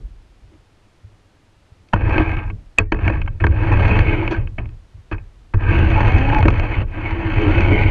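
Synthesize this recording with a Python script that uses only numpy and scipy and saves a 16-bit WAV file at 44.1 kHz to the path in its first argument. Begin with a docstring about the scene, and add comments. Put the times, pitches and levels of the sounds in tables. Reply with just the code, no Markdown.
"""Hardwood floor: a small radio-controlled car drives in spurts, heard by a sealed microphone riding on it.
Gear teeth and backlash knocks shake the plastic chassis and ring its modes, with thin gliding tones on top;
the wheels rumble through the suspension and the body sways. The case muffles the treble, and the
microphone's own noise hisses between the spurts."""
import sys
import numpy as np
from scipy import signal
from scipy.fft import rfft, irfft
from scipy.io import wavfile
from scipy.ndimage import uniform_filter1d

SR = 44100
rng = np.random.default_rng(int(sys.argv[2]) if len(sys.argv) > 2 else 0)


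def dump(signal):
    """Clip the signal to [-1, 1] and save it as 16-bit WAV at the path in sys.argv[1]."""
    limited = np.clip(np.atleast_2d(signal).T, -1, 1)
    pcm = np.round(limited * 32767).astype(np.int16)
    wavfile.write(sys.argv[1], SR, pcm)


N = 348390
TIME_S = np.arange(N) / SR
SPEED_REF_DB, SHAKE_REF_DB = -28, -15   # gear level and wheel shaking that the other levels are set against


def from_db(db):
    """Gain of a level."""
    return 10 ** (np.asarray(db) / 20)


def summed_db(*levels_db):
    """Level of unrelated sounds together: their powers add."""
    return 10 * np.log10(sum(from_db(db) ** 2 for db in levels_db))


def rms_one(x):
    """Scaled to rms 1."""
    return x / np.sqrt(np.mean(x ** 2) + 1e-20)


def evened(x, size=4410):
    """Held near rms 1 over each tenth of a second."""
    return x / np.sqrt(uniform_filter1d(x ** 2, size) + 0.062 * np.mean(x ** 2))


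def dying(db, db_per_s):
    """A level that follows rises at once and falls no faster than the given rate."""
    fall_db = db_per_s * TIME_S
    return np.maximum.accumulate(db + fall_db) - fall_db


def drift(rate_hz):
    """Slow chance: noise twice through a one-pole low-pass, made at every 20th sample; spread 1."""
    r = np.exp(-40 * np.pi * rate_hz / SR)
    noise = rng.standard_normal(N // 20 + 2002)
    slow = signal.lfilter([1], [1, -2 * r, r * r], noise)[2000:]   # skip the filter's start
    return np.interp(np.arange(N) / 20, np.arange(len(slow)), rms_one(slow))


def contacts(per_s, spread_db):
    """Random clicks of uneven size and either sign; rms 1."""
    sizes = from_db(spread_db * np.minimum(rng.exponential(1, N), 5)) * rng.choice([-1, 1], N)
    hits = rng.random(N) < per_s / SR
    return rms_one(sizes * hits + 1e-9)


def resonate(x, hz, width_hz):
    """One mode as a two-pole resonance, gain 1 on top."""
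    r = np.exp(-np.pi * max(width_hz, 5) / SR)
    return signal.lfilter(np.array([1, 0, -1]) * (1 - r * r) / 2, [1, -2 * r * np.cos(2 * np.pi * hz / SR), r * r], x)


def filtered(x, order, hz, kind="low"):
    """Through a Butterworth filter."""
    return signal.sosfilt(signal.butter(order, hz, kind, fs=SR, output="sos"), x)


# colour of the microphone noise: (frequency [Hz], relative density [dB])
HISS_COLOUR = [(30, -1.5), (170, -9.5), (400, -14), (1100, -19.5), (3200, -25.5), (5000, -30.5),
               (8000, -36.5), (10000, -39.5), (13000, -50.5), (15500, -68.5)]
HISS_DB = -56   # where nothing loud pushes it down


def hiss(car):
    """Microphone noise, which sinks while the car is loud above 500 Hz and soon comes back."""
    hz = np.arange(1, N // 2 + 2) * SR / N
    colour_hz, colour_db = np.transpose(HISS_COLOUR)
    colour = from_db(np.interp(np.log(hz), np.log(colour_hz), colour_db))
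    noise = rms_one(irfft(rfft(rng.standard_normal(N)) * colour, N))
    car_power = uniform_filter1d(filtered(car, 2, 500, "high") ** 2, size=441)
    held_db = dying(10 * np.log10(car_power + 1e-12), db_per_s=113)
    sunk_db = 0.43 * np.maximum(held_db + 40.5, 0)
    return noise * from_db(HISS_DB - sunk_db)


# the standing car is rocked through the floor:
# (time [s], shaking of the wheels [dB], motion of the body before its sway and rock trims [dB])
FLOOR_NUDGES = [(0.003, -40, -27), (0.2, -50, -40), (0.431, -46.5, -43), (0.55, -44, -60),
                (1.05, -34.5, -52), (1.57, -56, -67), (1.721, -45, -63), (1.81, -46, -65),
                (4.956, -33.5, -45), (5.05, -46.5, -44.5), (5.37, -53.5, -40.5), (5.49, -47, -44)]
NUDGE_RISE_S = 0.018   # time in which a nudge climbs its last 20 dB
NUDGE_WHEELS_DB_PER_S, NUDGE_BODY_DB_PER_S = 202.5, 82   # settling


def nudges():
    """Shaking of the wheels and of the body: each nudge swells quickly and settles at a steady rate."""
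    nudge_db = np.full((2, N), -120.)
    for s, *peak_db in FLOOR_NUDGES:
        rise_db = 20 * (s - TIME_S) / NUDGE_RISE_S
        settle_db = np.outer([NUDGE_WHEELS_DB_PER_S, NUDGE_BODY_DB_PER_S], TIME_S - s)
        loss_db = np.where(TIME_S < s, rise_db, settle_db)
        nudge_db = np.maximum(nudge_db, np.array(peak_db)[:, None] - loss_db)
    return nudge_db


# wheels on their springs: (frequency [Hz], width [Hz], level [dB])
WHEEL_SPRINGS = [(63.6, 18, -5.5), (88, 15, 0), (105.1, 22.8, -1.5)]
SPRING_TOP_HZ = 128
SWAY_HZ, SWAY_WIDTH_HZ = 27.4, 11.5
ROCK_HZ, ROCK_WIDTH_HZ = 44, 8   # the nudged body also rocks faster than it sways


def suspension(bounce_db, sway_db, rock_db):
    """Floor unevenness bounces the wheels on their springs; the body sways and rocks as noise-driven modes."""
    bumps = contacts(200, spread_db=4.5)
    bounce = 0
    for k, (hz, width_hz, db) in enumerate(WHEEL_SPRINGS):
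        bounce = bounce + (-1) ** k * from_db(db) * resonate(resonate(bumps, hz, 7.0 * width_hz), hz, width_hz)
    bounce = filtered(bounce, 4, SPRING_TOP_HZ)   # soft tyres
    sway = resonate(resonate(rng.standard_normal(N), SWAY_HZ, SWAY_WIDTH_HZ), SWAY_HZ, 6.8 * SWAY_WIDTH_HZ)
    rock = resonate(resonate(rng.standard_normal(N), ROCK_HZ, ROCK_WIDTH_HZ), ROCK_HZ, 2.6 * ROCK_WIDTH_HZ)
    # the body's mass rounds off jolts
    bounce_db, sway_db, rock_db = uniform_filter1d([bounce_db, sway_db, rock_db], size=300)
    return from_db(bounce_db) * evened(bounce) + from_db(sway_db) * evened(sway) + from_db(rock_db) * evened(rock)


# modes ring up or sink for a moment:
# (middle [s], length [s], frequency [Hz], change of level [dB])
MODE_SWELLS = [(0.01, 0.017, 430, 32), (0.538, 0.033, 325, 23), (0.547, .02, 430, 19),
               (1.934, 0.013, 960, 5), (1.941, 0.024, 203, 6), (1.944, 0.016, 324, -6),
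               (2.03, 0.037, 1590, 5.5), (2.791, .012, 322, -7.5), (3.556, .05, 1590, 4),
               (3.7, 0.062, 2550, 2.5), (4.087, 0.049, 2550, 4), (1.94, .02, 443, -4),
               (2.206, 0.045, 322, 7), (2.3, 0.13, 2230, 8.5), (2.784, 0.0058, 2560, 9.5),
               (2.814, 0.019, 494, 12), (2.925, .01, 940, 8), (3.05, 0.068, 2500, 1),
               (3.656, 0.12, 1590, 2.5), (3.688, 0.054, 322, 1), (3.812, 0.039, 324, -4),
               (3.92, 0.029, 2550, 6), (3.921, 0.033, 197, 8), (3.969, 0.096, 438, 10.5),
               (4.114, 0.051, 430, 12), (4.14, 0.099, 2230, 8.5), (4.12, 0.015, 1570, 12),
               (4.186, 0.061, 322, 10.5), (4.34, 0.038, 322, 6.5), (4.349, 0.017, 1590, 14),
               (2.787, .012, 950, -6), (2.157, .015, 1590, 7), (4.6, .02, 680, 8), (4.585, .015, 950, -7),
               (5.125, .015, 1250, 7), (5.125, .015, 980, -4), (5.66, .07, 1600, 5), (6.74, .02, 2230, 7),
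               (3.445, .01, 950, 5), (5.776, 0.11, 2640, 4), (5.8, 0.052, 322, 3.5),
               (5.817, 0.12, 1590, 2.5), (5.966, 0.037, 2540, 5), (6.152, 0.26, 6400, 2.5),
               (6.117, 0.025, 324, -2.5), (6.263, 0.049, 322, -2.5), (6.442, 0.016, 1590, 0),
               (6.61, 0.14, 325, -2), (6.632, .02, 660, 14), (6.72, 0.13, 5300, -5),
               (7.204, 0.28, 5300, -7.5), (7.01, 0.053, 322, 7.5), (7.093, 0.066, 2230, 7.5),
               (7.518, 0.16, 322, 6), (7.571, 0.034, 2600, 4.5), (7.578, 0.028, 1000, 6),
               (7.718, .05, 420, 6.5), (7.631, 0.024, 322, -4), (7.734, 0.045, 334, 6),
               (7.754, 0.048, 680, 13.5), (7.82, 0.15, 2230, 9.5)]
SWELL_REACH = 0.087   # reach in pitch, as a share of it


def swelling(hz):
    """Gain of the mode at this pitch from moment to moment; near neighbours take part."""
    t = np.arange(0, N + 64, 64) / SR
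    db = 0
    for s, length, near_hz, more_db in MODE_SWELLS:
        off_pitch = np.log(hz / near_hz) / SWELL_REACH
        db = db + more_db * np.exp(-((t - s) / length) ** 2 - off_pitch ** 2)
    return from_db(np.interp(TIME_S, t, db))


# knocks through the chassis, from gear backlash and wheels on board joints: (time [s], strength [dB],
# weight in the low modes [dB], edge in the stiff parts [dB], rattle length before limits [s])
CHASSIS_KNOCKS = [(1.886, -39.5, -4, 15, 0.0014), (1.927, -14, 3, -6, 0.0094), (1.933, 5, 0.5, -9, 0.0032),
                  (1.942, -23, 0.5, -3, .0015), (1.958, -16, 9, -6, 0.004), (2.008, -17, 3, -11, 0.0011),
                  (2.093, -11, 3, -8, 0.0015), (2.179, -1.5, -1.5, -7, 0.0014),
                  (2.201, -18, 18, -1, 0.0022), (2.26, -25, -1, -12, 0.001), (2.292, -14, 1, -7, 0.0011),
                  (2.315, -15.5, 2, -3, 0.0027), (2.367, -12, -9, -11, 0.0013),
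                  (2.387, -13.5, -11, -22, 0.0022), (2.497, -14, -5, -12, 0.005),
                  (2.776, -17.5, 2, -21, 0.0089), (2.7834, 6, -3, -2.5, 0.0023),
                  (2.788, -10.5, 12, 1, 0.011), (2.9193, -14.5, 16.5, 7.5, 0.0028),
                  (2.92, 1.5, -6, -28, 0.0037), (2.944, -20.5, 16.5, -3, 0.0016),
                  (2.988, -16.5, -1, -14, .003), (3.077, 0.5, -2.5, -12.5, 0.0024),
                  (3.096, -26.5, 29.5, -11, 0.0059), (3.133, -32, -2, -11, 0.0011),
                  (3.214, -10, -12, -10, 0.0045), (3.259, -25, -1, -5, 0.0023),
                  (3.275, -10, -7.5, -15, 0.0032), (3.3994, -8.5, -5, -13, 0.011),
                  (3.439, 0, 3, -11, 0.0032), (3.466, -6, 3, -5, 0.0017), (3.725, -17, 5, 4, .002),
                  (3.879, -14, -2, -2, 0.00072), (3.989, 1.5, -6, -7, 0.0026), (4.236, -22, -5, -9, 0.0023),
                  (4.276, -3.5, -4.5, -9.5, 0.0015), (4.306, -6, 3, 2, 0.024), (4.362, -17, 2, -6, 0.003),
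                  (4.472, -18.5, -14, -16, 0.0011), (4.58, -9, -4, -12.5, 0.0071),
                  (4.655, -26, -4, -8, 0.0019), (4.69, -38, 0, 6, 0.00077), (5.112, -11.5, 5.5, -7, 0.0084),
                  (5.1227, -11.5, -0.5, -6.5, 0.0065), (5.14, -25.5, 11, -1.5, 0.0049),
                  (5.18, -20.5, -7, -19, 0.0017), (5.536, -14, 12.5, -6.5, 0.0067),
                  (5.604, -16, -2, -10.5, 0.0056), (5.633, -12, -13, -14, 0.0052),
                  (5.788, -15.5, 3, 5, 0.00052), (5.902, -11, -2.5, -1.5, 0.0011),
                  (6.003, -7, 8, -2, 0.0036), (6.078, -16, -2, 5, 0.0011), (6.12, -13.5, -7, 3, 0.00098),
                  (6.183, -18.5, 2, 8, 0.0016), (6.298, -15, 12, -4, 0.0019), (6.33, -20, 13, -8, 0.00093),
                  (6.346, -4, -1, -4, 0.00098), (6.387, -13.5, 2, 2.5, 0.00076), (6.405, -15, 0, 0, 0.0012),
                  (6.426, -1, -3, -8, 0.0008), (6.454, -10.5, 15, -6, 0.0008),
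                  (6.481, 1.5, 0, -5.5, 0.0018), (6.5025, -10, 3, 0, 0.001), (6.5085, -22, -2, 8, 0.0004),
                  (6.578, -24.5, -1, 4, 0.00086), (6.596, -4, -6, -4, 0.001), (6.54, -15, -3, -3, 0.0026),
                  (7.107, -13, -8, -4, 0.0023), (7.417, -19, 6, 6, 0.0011), (7.606, -8.5, -3, 1, 0.0007)]
MIDDLE_SHARE = 0.67   # share of a knock's low weight that the middle modes take
CLEAN_S = 0.002   # the shorter a knock is against this, the more it is one sharp contact


def knock_force(low_share=0, edge_share=0, trim_db=0.0):
    """Each blow is a short rattle of contacts that rises fast and dies; a short one packs into a higher peak."""
    force, t = np.zeros(N + 2000), np.arange(2000) / SR
    for s, db, low_db, edge_db, length in CHASSIS_KNOCKS:
        length = np.clip(length, 0.0004, 0.02)
        shape = (1 - np.exp(-5.0 * t / length)) * np.exp(-t / length) * np.sqrt(0.0016 / length)
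        energy = np.sum(shape ** 2)
        clean = np.exp(-length / CLEAN_S)   # share of the single contact
        blow = np.sqrt(1 - clean) * rng.standard_normal(2000) * shape
        blow[round(length * SR / 2)] -= np.sqrt(clean * energy)
        blow *= np.sqrt(energy / np.sum(blow ** 2))
        level_db = db + low_share * low_db + edge_share * edge_db + trim_db
        force[round(s * SR):][:2000] += from_db(level_db) * blow
    return force[:N]


# spurts of driving, one list each: (time [s], gear train level that stands for speed [dB], wheel shaking [dB])
DRIVING_SPURTS = [
    [(1.935, -44.5, -16), (2.123, -29, -18), (2.2, -29.5, -14), (2.27, -33.5, -24.5), (2.34, -35, -20),
     (2.36, -40.5, -22), (2.375, -37, -22.5), (2.41, -39.5, -31.5), (2.505, -54.5, -22.5)],
    [(2.786, -54, -16.5), (2.838, -51, -22.5), (2.88, -74, -33.5)],
    [(2.922, -44, -14), (2.988, -43, -36), (3.046, -33, -16), (3.132, -33.5, -19.5), (3.18, -40, -22.5),
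     (3.244, -57, -20), (3.385, -66.5, -33)],
    [(3.404, -40, -21.5), (3.46, -47.5, -13), (3.584, -33.5, -19.5), (3.78, -27.5, -12), (3.864, -25, -15),
     (4.0, -28, -13.5), (4.168, -31.5, -20.5), (4.37, -37.5, -27.5), (4.4, -44.5, -18), (4.513, -70, -30)],
    [(4.582, -39, -24), (4.67, -65.5, -29.5), (4.74, -69.5, -37.5)],
    [(5.114, -71, -31), (5.142, -50, -25), (5.184, -59.5, -32.5), (5.26, -74, -45)],
    [(5.541, -65, -10), (5.605, -41, -21), (5.717, -27, -13.5), (5.93, -27.5, -15), (6.089, -26, -12.5),
     (6.327, -28.5, -15.5), (6.405, -28, -13), (6.42, -36, -21), (6.435, -28, -12.5), (6.5, -35.5, -11),
     (6.56, -30, -23.5), (6.605, -33.5, -13), (6.65, -30.5, -29.5), (6.825, -32.5, -16)],
    [(6.85, -56, -26), (6.885, -48.5, -40), (6.967, -35, -29), (7.109, -32.5, -24.5), (7.225, -31.5, -25),
     (7.337, -27.5, -19), (7.58, -25, -14.5), (7.9, -27, -14.5)],
]


def spurts():
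    """Gear train and wheel shaking levels, gliding from point to point; silent between the spurts."""
    gear_db, shake_db = np.full(N, -120.), np.full(N, -120.)
    for spurt in DRIVING_SPURTS:
        s, gear, shake = np.transpose(spurt)
        on = (TIME_S >= s[0]) & (TIME_S <= s[-1])
        gear_db[on] = np.interp(TIME_S[on], s, gear)
        shake_db[on] = np.interp(TIME_S[on], s, shake)
    return gear_db, shake_db


GEAR_STOP_DB_PER_S, WHEEL_SETTLE_DB_PER_S, BODY_SETTLE_DB_PER_S = 898.5, 192.5, 117   # dying away after a spurt
REST_WHEELS_DB, REST_BODY_DB, REST_TYRES_DB = -60.5, -68.5, -70.5
# tyre roll and body sway: level at the reference speed and shaking, and the share of each that they follow
ROLL_DB, ROLL_BY_SPEED, ROLL_BY_SHAKE = -25.5, 0.6, 0.51
SWAY_DB, SWAY_BY_SHAKE = -17, 0.76
NUDGE_TYRES_DB, NUDGE_SWAY_DB, NUDGE_ROCK_DB = -28, -5.0, -2   # trims on the nudges


def driving():
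    """Gear, tyre, wheel, sway and rock levels: spurts set speed and shaking, nudges and rest add to them."""
    gear_db, shake_db = spurts()
    nudge_wheels_db, nudge_body_db = nudges()
    sway_db = dying(SWAY_DB + SWAY_BY_SHAKE * (shake_db - SHAKE_REF_DB), BODY_SETTLE_DB_PER_S)
    sway_db = summed_db(sway_db, nudge_body_db + NUDGE_SWAY_DB, REST_BODY_DB)
    gear_db = dying(gear_db, GEAR_STOP_DB_PER_S)
    shake_db = summed_db(dying(shake_db, WHEEL_SETTLE_DB_PER_S), nudge_wheels_db, REST_WHEELS_DB)
    roll_db = ROLL_DB + ROLL_BY_SPEED * (gear_db - SPEED_REF_DB) + ROLL_BY_SHAKE * (shake_db - SHAKE_REF_DB)
    roll_db = summed_db(roll_db, nudge_wheels_db + NUDGE_TYRES_DB, REST_TYRES_DB)
    return gear_db, roll_db, shake_db, sway_db, nudge_body_db + NUDGE_ROCK_DB


# how hard the motor pulls, which shifts the ring between chassis modes: (time [s], pull [dB])
MOTOR_PULL = [(1.95, 1.5), (2.35, 3.5), (2.5, 5), (3.0, 1), (3.25, 2), (3.869, 0), (4.2, -2), (5.6, 8),
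              (5.72, -0.7), (6.351, -2.5), (6.799, -2), (7.0, -1), (7.9, -5.5)]


def pulling():
    """Motor pull, gliding from point to point."""
    return np.interp(TIME_S, *np.transpose(MOTOR_PULL))


# chassis modes: (frequency [Hz], width [Hz], level [dB], share of the motor pull felt [ratio])
CHASSIS_MODES = [(194.3, 33, -4.5, -0.045), (321.9, 28.3, 2.5, 0.25), (424.7, 15, -4.5, 0.02),
                 (475, 42, -9.5, 0.53), (577, 31, -8.5, -0.16), (651.34, 69, -1, 0.35), (951, 111, 1, 0.8),
                 (1127, 33, 1, 0.97), (1255, 110, -3, 0.95), (1469, 43, -3, -0.5), (1577.6, 57, 2, .9),
                 (1846, 200, -4, 0.48), (2220, 105, -1, -0.15), (2540, 88, 2, 0.35),
                 (2676, 300, -8.5, -0.19), (3097, 100, -10, -0.81)]
LOW_HZ, MIDDLE_HZ, CASE_HZ = 651.2, 1950, 3300   # tops of the low and middle modes, and of the case


def plastic(teeth, tyres, pull_db):
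    """Gear teeth shake the upper modes, tyres the low ones; knocks ring all, a touch more damped."""
    low_knocks = knock_force(low_share=1, trim_db=17.0)
    middle_knocks = knock_force(low_share=MIDDLE_SHARE, trim_db=9.0)
    high_knocks = knock_force(trim_db=9)
    out = np.zeros(N)
    for k, (hz, width_hz, db, share) in enumerate(CHASSIS_MODES):
        swell = swelling(hz)
        drive = tyres if hz < LOW_HZ else teeth
        knocks = low_knocks if hz <= LOW_HZ else middle_knocks if hz <= MIDDLE_HZ else high_knocks
        coupling = from_db(share * pull_db + 1.2 * drift(8.6))   # uneven from moment to moment
        ring = resonate(drive * coupling * swell, hz, width_hz) + resonate(knocks * swell, hz, 1.02 * width_hz)
        out += (-1) ** k * from_db(db) * ring
    return out


# small stiff parts heard through the case: (frequency [Hz], width [Hz], level [dB])
STIFF_PARTS = [(3315, 400, -23), (4210, 590, -31), (4490, 220, -31), (4614, 250, -33), (5170, 220, -45),
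               (5350, 250, -47.5), (5640, 350, -45.5), (5890, 250, -42.5), (6120, 190, -41.5),
               (6350, 270, -40.5), (6630, 160, -49), (6900, 270, -51), (8000, 1000, -82)]


def stiff_parts(sharp):
    """Narrow treble modes, each a resonance passed twice."""
    out = np.zeros(N)
    for k, (hz, width_hz, db) in enumerate(STIFF_PARTS):
        ring = resonate(resonate(sharp * swelling(hz), hz, width_hz), hz, width_hz)
        out += (-1) ** k * from_db(db) * ring
    return out


# the loose panel buzzes: (middle [s], length [s], level above rest [dB])
PANEL_BUZZES = [(2.256, 0.2, 10), (3.716, 0.025, 12.5), (4.227, 0.0087, 24.5), (5.982, 0.038, 18.5),
                (6.345, 0.06, 21)]
BUZZ_REST_DB = -4.5
PANEL_HZ, PANEL_WIDTH_HZ, PANEL_DB = 861, 26, 4.5


def loose_panel(teeth):
    """A panel that the gear teeth ring, swelling in and out around each buzz."""
    buzz_db = BUZZ_REST_DB + sum(db * np.exp(-((TIME_S - s) / length) ** 2) for s, length, db in PANEL_BUZZES)
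    return from_db(PANEL_DB) * resonate(teeth * from_db(buzz_db), PANEL_HZ, PANEL_WIDTH_HZ)


TEETH_PER_S, GRIT_PER_S, TYRE_CONTACTS_PER_S = 2500, 82, 600
GRIT_DB, GRIT_EDGE_DB = 2.5, 1   # chance ticks under rolling wheels, on the gear level; extra for stiff parts
CRACK_HZ, CRACK_DB = [3300, 6700], -46   # the snap of a knock through the case
EDGE_BY_SPEED = 0.2   # the stiff parts brighten with speed


def chassis(gear_db, roll_db, pull_db):
    """Teeth, grit, tyres and knocks are trains of contacts that ring the plastic, the panel and the stiff parts."""
    teeth = contacts(TEETH_PER_S, spread_db=-1.0) * from_db(gear_db + 14.5 + 1.7 * drift(68))
    grit = contacts(GRIT_PER_S, spread_db=1.0) * from_db(gear_db + GRIT_DB)
    tyres = contacts(TYRE_CONTACTS_PER_S, spread_db=-0.5) * from_db(roll_db + 23.5 + 1.1 * drift(42))
    teeth = teeth + grit
    body = plastic(teeth, tyres, pull_db) + loose_panel(teeth)
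    muffled = filtered(body, 8, CASE_HZ)   # the sealed case
    snaps = knock_force(edge_share=1, trim_db=18.0)
    crack = from_db(CRACK_DB) * filtered(snaps + 1e-18, 4, CRACK_HZ, "band")
    edge = from_db(EDGE_BY_SPEED * (gear_db - SPEED_REF_DB))
    sharp = (teeth + from_db(GRIT_EDGE_DB) * grit) * edge + snaps
    return muffled + crack + stiff_parts(sharp)


# thin motor and gear tones: (start [s], end [s], start pitch [Hz], end pitch [Hz], level before flicker [dB])
MOTOR_TONES = [(2.795, 2.896, 2340, 2350, -62), (2.84, 2.935, 1850, 1860, -59),
               (5.948, 6.047, 870, 836.5, -32), (6.056, 6.132, 2196, 2166, -28.5),
               (6.087, 6.42, 745, 873, -29.5), (6.155, 6.408, 250, 307.3, -23.5),
               (6.1, 6.346, 492, 572, -35), (7.148, 7.307, 340, 323, -24.5), (7.45, 7.59, 295, 337, -22.5),
               (7.392, 7.49, 425, 417, -24.5), (7.44, 7.6, 1290, 1550, -34)]


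def whine():
    """Sines that glide from one pitch to another, wavering slightly in pitch and flickering in level."""
    out, waver, flicker_db = np.zeros(N), 1 + 0.003 * drift(15), 1.2 * drift(25)
    for start, end, start_hz, end_hz, db in MOTOR_TONES:
        turns = np.cumsum(np.interp(TIME_S, [start, end], [start_hz, end_hz]) * waver) / SR
        fade = np.clip(np.minimum(TIME_S - start, end - TIME_S) / 0.016, 0, 1)
        out += from_db(db + flicker_db) * np.sin(2 * np.pi * turns) * fade
    return out


def scene():
    """The car and the hiss."""
    gear_db, roll_db, bounce_db, sway_db, rock_db = driving()
    car = suspension(bounce_db, sway_db, rock_db) + chassis(gear_db, roll_db, pulling()) + whine()
    return (car + hiss(car))[None]


CUTOFF_HZ = 15500


def record(dry):
    """Only the highest peaks are flattened; the top is cut."""
    flat = dry / (1 + np.abs(dry) ** 10) ** (1 / 10)
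    return signal.sosfilt(signal.cheby2(12, 70, CUTOFF_HZ, fs=SR, output="sos"), flat)


dry = scene()
out = record(dry)
dump(out)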